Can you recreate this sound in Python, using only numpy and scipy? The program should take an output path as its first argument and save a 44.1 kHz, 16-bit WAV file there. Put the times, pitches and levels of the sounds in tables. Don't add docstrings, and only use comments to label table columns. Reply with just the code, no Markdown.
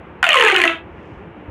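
import sys
import numpy as np
from scipy import signal
from scipy.fft import rfft, irfft
from scipy.io import wavfile
from scipy.ndimage import uniform_filter1d

SR = 44100
rng = np.random.default_rng(int(sys.argv[2]) if len(sys.argv) > 2 else 0)


def transcribe(signal):
    frames = np.atleast_2d(signal).T
    limited = np.clip(frames, -1, 1)
    pcm = np.round(limited * 32767).astype(np.int16)
    wavfile.write(sys.argv[1], SR, pcm)


N = 66150

# start in seconds, snap level in dB, snap pitch in Hz, air push in dB,
# tick level in dB, ring time in seconds before the RING_T60_S limits. Levels are relative per column.
FOLDS = [(0.228, 0.5, 1483, -14.5, -27, 0.037), (0.2405, 4, 1414, -16.5, -22.5, 0.039),
         (0.2514, -5.5, 1510, -32, -31, 0.018), (0.2658, 2.5, 2650, -16, -26.5, 0.017),
         (0.2776, 1, 2720, -60, -34, 0.014), (0.2896, 11.5, 1950, -26, -35, 0.0073),
         (0.3042, 3, 2930, -15.5, -24, 0.044), (0.3184, 7.5, 3086, -51, -29.5, 0.019),
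         (0.3301, 6, 2810, -20, -25, 0.021), (0.3423, 4, 1210, -28.5, -19.5, 0.027),
         (0.3553, 2, 1100, -13.5, -23, 0.032), (0.3682, 5, 1988, -17, -43, 0.015),
         (0.3728, 5, 2916, -17, -27.5, 0.022), (0.3785, -8, 2580, -12, -25, 0.066),
         (0.3864, 5, 2840, -30, -25, 0.011), (0.397, 2, 1810, -13, -21, 0.064),
         (0.4074, -0.5, 1280, -38, -23, 0.022), (0.4108, 9.5, 2904, -12, -43, 0.014),
         (0.4223, -7, 1500, -22, -43, 0.0097), (0.4235, 10, 1826, -12, -27, 0.0093),
         (0.437, 7.5, 1610, -8.5, -20, 0.014), (0.4483, 4, 1748, -18.5, -19, 0.056),
         (0.4614, 4.5, 1610, -10, -31, 0.023), (0.467, -25, 1780, -16, -32, 0.028),
         (0.4728, 6, 2706, -24, -24, 0.02), (0.4814, 1.5, 1867, -34, -22.5, 0.026),
         (0.4853, 3, 2004, -40, -27, 0.036), (0.4988, 2.5, 1526, -24, -24, 0.018),
         (0.5126, 7.5, 2644, -21.5, -55, 0.011), (0.5188, -2, 2210, -24, -25, 0.049),
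         (0.5244, -7, 2440, -9.5, -34, 0.036), (0.5434, -1.5, 2900, -17, -27, 0.037),
         (0.5497, 1, 1434, -28, -55, 0.021), (0.5616, 10, 2983, -30, -21, 0.013),
         (0.569, 0.5, 1790, -18, -47, 0.019), (0.5815, -3, 1450, -33, -25, 0.054),
         (0.5884, -16, 2020, -14, -28, 0.035), (0.6005, 4, 2030, -27.5, -30, 0.011),
         (0.616, 9, 2246, -16, -21.5, 0.011), (0.6375, 8.5, 1925, -13.5, -24.5, 0.021),
         (0.6524, -1, 1327, -14.5, -23.5, 0.019), (0.6761, 5, 2713, -30.5, -32, 0.029),
         (0.6944, -7, 1341, -57, -46, 0.035)]
# time in seconds, pitch in Hz.
COLUMN_PITCH = [(.23, 746.7), (0.278, 650), (0.366, 518.3), (0.441, 437.2), (0.522, 385.4), (0.591, 355.8),
                (.65, 329.8), (.695, 332)]
# frequency in Hz, relative spectral level in dB.
TICK_SPECTRUM = [(2470, -104), (4200, 7), (5050, -10), (6500, 1.5), (8080, -7), (9450, -5), (15100, -24.5),
                 (16000, -36)]
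# start in seconds, level in dB, pitch in Hz.
HAND_THUMPS = [(.93, -29, 60), (1.113, -23, 116), (1.169, -23.5, 70), (1.195, -25.5, 392),
               (1.261, -23.5, 171), (1.288, -31, 340), (1.481, -17.5, 83.3), (1.477, -24, 296)]
# frequency in Hz, relative spectral level in dB.
ROOM_TONE_SPECTRUM = [(15, -55), (25, -41), (70, 0), (123, -9), (180, -3.5), (270, -11.5), (309, -3.5),
                      (641, -13.5), (887, -12.5), (1190, -16.5), (2760, -24.5), (4610, -55.5), (16000, -73)]

SNAP_RISE_S, RING_T60_S, RING_DB = 0.0011745, (0.006, 0.035), -4.5
CRACK_DB, CRACK_WIDTH_HZ, CRACK_LOW_HZ, JOLT_DB = 2, 2550, 700, 11.5
TICK_DB, TICK_T60_S, TUBE_DB = 8.5, 0.01, 4
NOTE_T60_S, OCTAVE_DB, OCTAVE_T60_S = 0.084, -3.5, 0.086
OVERTONE_DB, OVERTONE_SCATTER_DB, OVERTONE_T60_S = -43, 1.5, 0.2
MODE_RISE_S = 0.0018
THUMP_RISE_S, THUMP_T60_S = 0.0088, 0.094
RUB_START_S, RUB_LENGTH_S, RUB_DB, RUB_BAND_HZ = 0.87, 0.41, -74, (3500, 6800)
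ROOM_DB, ROOM_T60_S, ROOM_TREBLE_DB, SOFT_WALLS_HZ = -1, 0.54, -4.5, 2900
TAIL_BUILD_S, TAIL_FADE_S = 0.0056, 0.11
TREBLE_T60_S, TREBLE_SIDE_DB = 0.33, -20
ROOM_TONE_DB, ROOM_TONE_WAVER_DB = -38, 0.5
MIC_LOW_HZ, MIC_HIGH_HZ, CUTOFF_HZ = 281, 3153, 16400
GAIN_KNEE_DB, DUCK_DB_PER_DB, GAIN_TIME_S = -28, 0.27, 0.032


def fold_snaps():
    cracks, rings, pushes, ticks = np.zeros((4, N))
    t = np.arange(2000) / SR
    noise = rng.standard_normal((len(FOLDS), 2, len(t)))
    rise = 1 - np.exp(-t / SNAP_RISE_S)
    radius = np.exp(-np.pi * CRACK_WIDTH_HZ / SR)
    for (start, db, hz, push_db, tick_db, t60), (crack_noise, tick_noise) in zip(FOLDS, noise):
        t60 = np.clip(t60, *RING_T60_S)
        rattle = crack_noise * rise * decay(0.76 * t60, t)
        rattle[int(SNAP_RISE_S * SR)] += amp(JOLT_DB)
        resonance = [1, -2 * radius * np.cos(2 * np.pi * hz / SR), radius ** 2]
        crack = signal.lfilter([1, 0, -1], resonance, rattle)
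        crack /= np.abs(signal.hilbert(crack)).max()
        ring = rise * decay(t60, t) * np.sin(2 * np.pi * hz * t)
        tick = np.sign(tick_noise) * rise * decay(TICK_T60_S, t)
        add(cracks, start, amp(db + CRACK_DB) * crack)
        add(rings, start, amp(db + RING_DB) * ring)
        add(pushes, start, amp([push_db]))
        add(ticks, start, amp(tick_db + TICK_DB) * tick)
    cracks = butter(cracks, 2, CRACK_LOW_HZ, "high")
    colour_gain = np.linalg.norm(colour(signal.unit_impulse(N), TICK_SPECTRUM))
    return cracks, rings, pushes, colour(ticks, TICK_SPECTRUM) / colour_gain


def air_column(snaps, pushes):
    starts = np.sort(np.transpose(FOLDS)[0])
    latest_start = starts[np.maximum(np.searchsorted(starts, np.arange(N) / SR) - 1, 0)]
    hz = uniform_filter1d(np.interp(latest_start, *np.transpose(COLUMN_PITCH)), size=90)
    notes = air_mode(pushes, hz, NOTE_T60_S) + amp(OCTAVE_DB) * air_mode(pushes, 2 * hz, OCTAVE_T60_S)
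    for harmonic, scatter in zip(range(2, 9), rng.standard_normal(7)):
        t60 = OVERTONE_T60_S * (2 / harmonic) ** 0.5
        notes += amp(OVERTONE_DB + OVERTONE_SCATTER_DB * scatter) * air_mode(snaps, harmonic * hz, t60)
    return notes


def air_mode(drive, hz, t60):
    phasor = np.exp(2j * np.pi * np.cumsum(hz) / SR)
    swelling = lag(drive / phasor + 1e-18, MODE_RISE_S)
    ringing = signal.lfilter([1], [1, -amp(-60 / (t60 * SR))], swelling)
    return np.imag(phasor * ringing)


def hand_thumps():
    thumps = np.zeros(N)
    t = np.arange(6000) / SR
    envelope = (1 - np.exp(-t / THUMP_RISE_S)) * decay(THUMP_T60_S, t)
    for start, db, hz in HAND_THUMPS:
        add(thumps, start, amp(db) * envelope * np.sin(2 * np.pi * hz * t))
    return thumps


def finger_rub():
    grains = rng.standard_normal(N) * rng.exponential(1, N)
    rub = unit_rms(butter(grains, 2, RUB_BAND_HZ, "band"))
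    progress = np.clip((np.arange(N) / SR - RUB_START_S) / RUB_LENGTH_S, 0, 1)
    return amp(RUB_DB) * np.sin(np.pi * progress) * rub


def diffuse_tail(sound, t60):
    t = np.arange(SR // 2) / SR
    envelope = np.minimum(t / TAIL_BUILD_S, 1) * decay(t60, t) * np.exp(-(t / TAIL_FADE_S) ** 3)
    tail = rng.standard_normal(len(t)) * envelope
    return signal.fftconvolve(sound, tail / np.linalg.norm(tail))[:N]


def room_tone():
    drift = uniform_filter1d(rng.standard_normal(N), size=1500)
    waver = unit_rms(uniform_filter1d(drift, size=1500))
    hum = unit_rms(colour(rng.standard_normal(N), ROOM_TONE_SPECTRUM))
    return amp(ROOM_TONE_DB + ROOM_TONE_WAVER_DB * waver) * hum


def amp(db):
    return 10 ** (np.asarray(db) / 20)


def unit_rms(x):
    return x / np.sqrt(np.mean(x ** 2) + 1e-20)


def colour(x, spectrum):
    hz, db = np.transpose(spectrum)
    bin_hz = np.maximum(np.arange(N // 2 + 1) * SR / N, 1)
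    return irfft(rfft(x) * amp(np.interp(np.log(bin_hz), np.log(hz), db)), N)


def butter(x, order, hz, kind):
    return signal.sosfilt(signal.butter(order, hz, kind, fs=SR, output="sos"), x)


def lag(x, seconds):
    pole = np.exp(-1 / (seconds * SR))
    return signal.lfilter([1 - pole], [1, -pole], x)


def decay(t60, t):
    return amp(-60 * t / t60)


def add(track, start_s, piece):
    i = int(start_s * SR)
    track[i:i + len(piece)] += piece[:len(track) - i]


def scene():
    cracks, rings, pushes, ticks = fold_snaps()
    feed = cracks + amp(-13.5) * rings
    air = air_column(feed, pushes)
    reflections = diffuse_tail(butter(feed + air, 1, SOFT_WALLS_HZ, "low"), ROOM_T60_S)
    body = cracks + rings + air + amp(ROOM_DB) * reflections
    body = butter(body, 4, MIC_LOW_HZ, "high")
    body = butter(body, 7, MIC_HIGH_HZ, "low")
    treble = ticks + amp(ROOM_TREBLE_DB) * diffuse_tail(ticks, TREBLE_T60_S)
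    side = amp(TUBE_DB + TREBLE_SIDE_DB) * diffuse_tail(ticks, TREBLE_T60_S)
    mid = amp(TUBE_DB) * (body + treble) + room_tone() + hand_thumps() + finger_rub()
    return np.array([mid + side, mid - side])


def record(dry):
    power = lag(np.mean(dry ** 2, axis=0), GAIN_TIME_S)
    level_db = 10 * np.log10(power + 1e-12)
    duck_db = DUCK_DB_PER_DB * np.maximum(level_db - GAIN_KNEE_DB, 0)
    clipped = np.clip(dry * amp(-duck_db), -0.97, 0.97)
    top_cut = signal.cheby2(16, 70, CUTOFF_HZ, fs=SR, output="sos")
    return np.clip(signal.sosfilt(top_cut, clipped), -1, 1)


dry = scene()
out = record(dry)
transcribe(out)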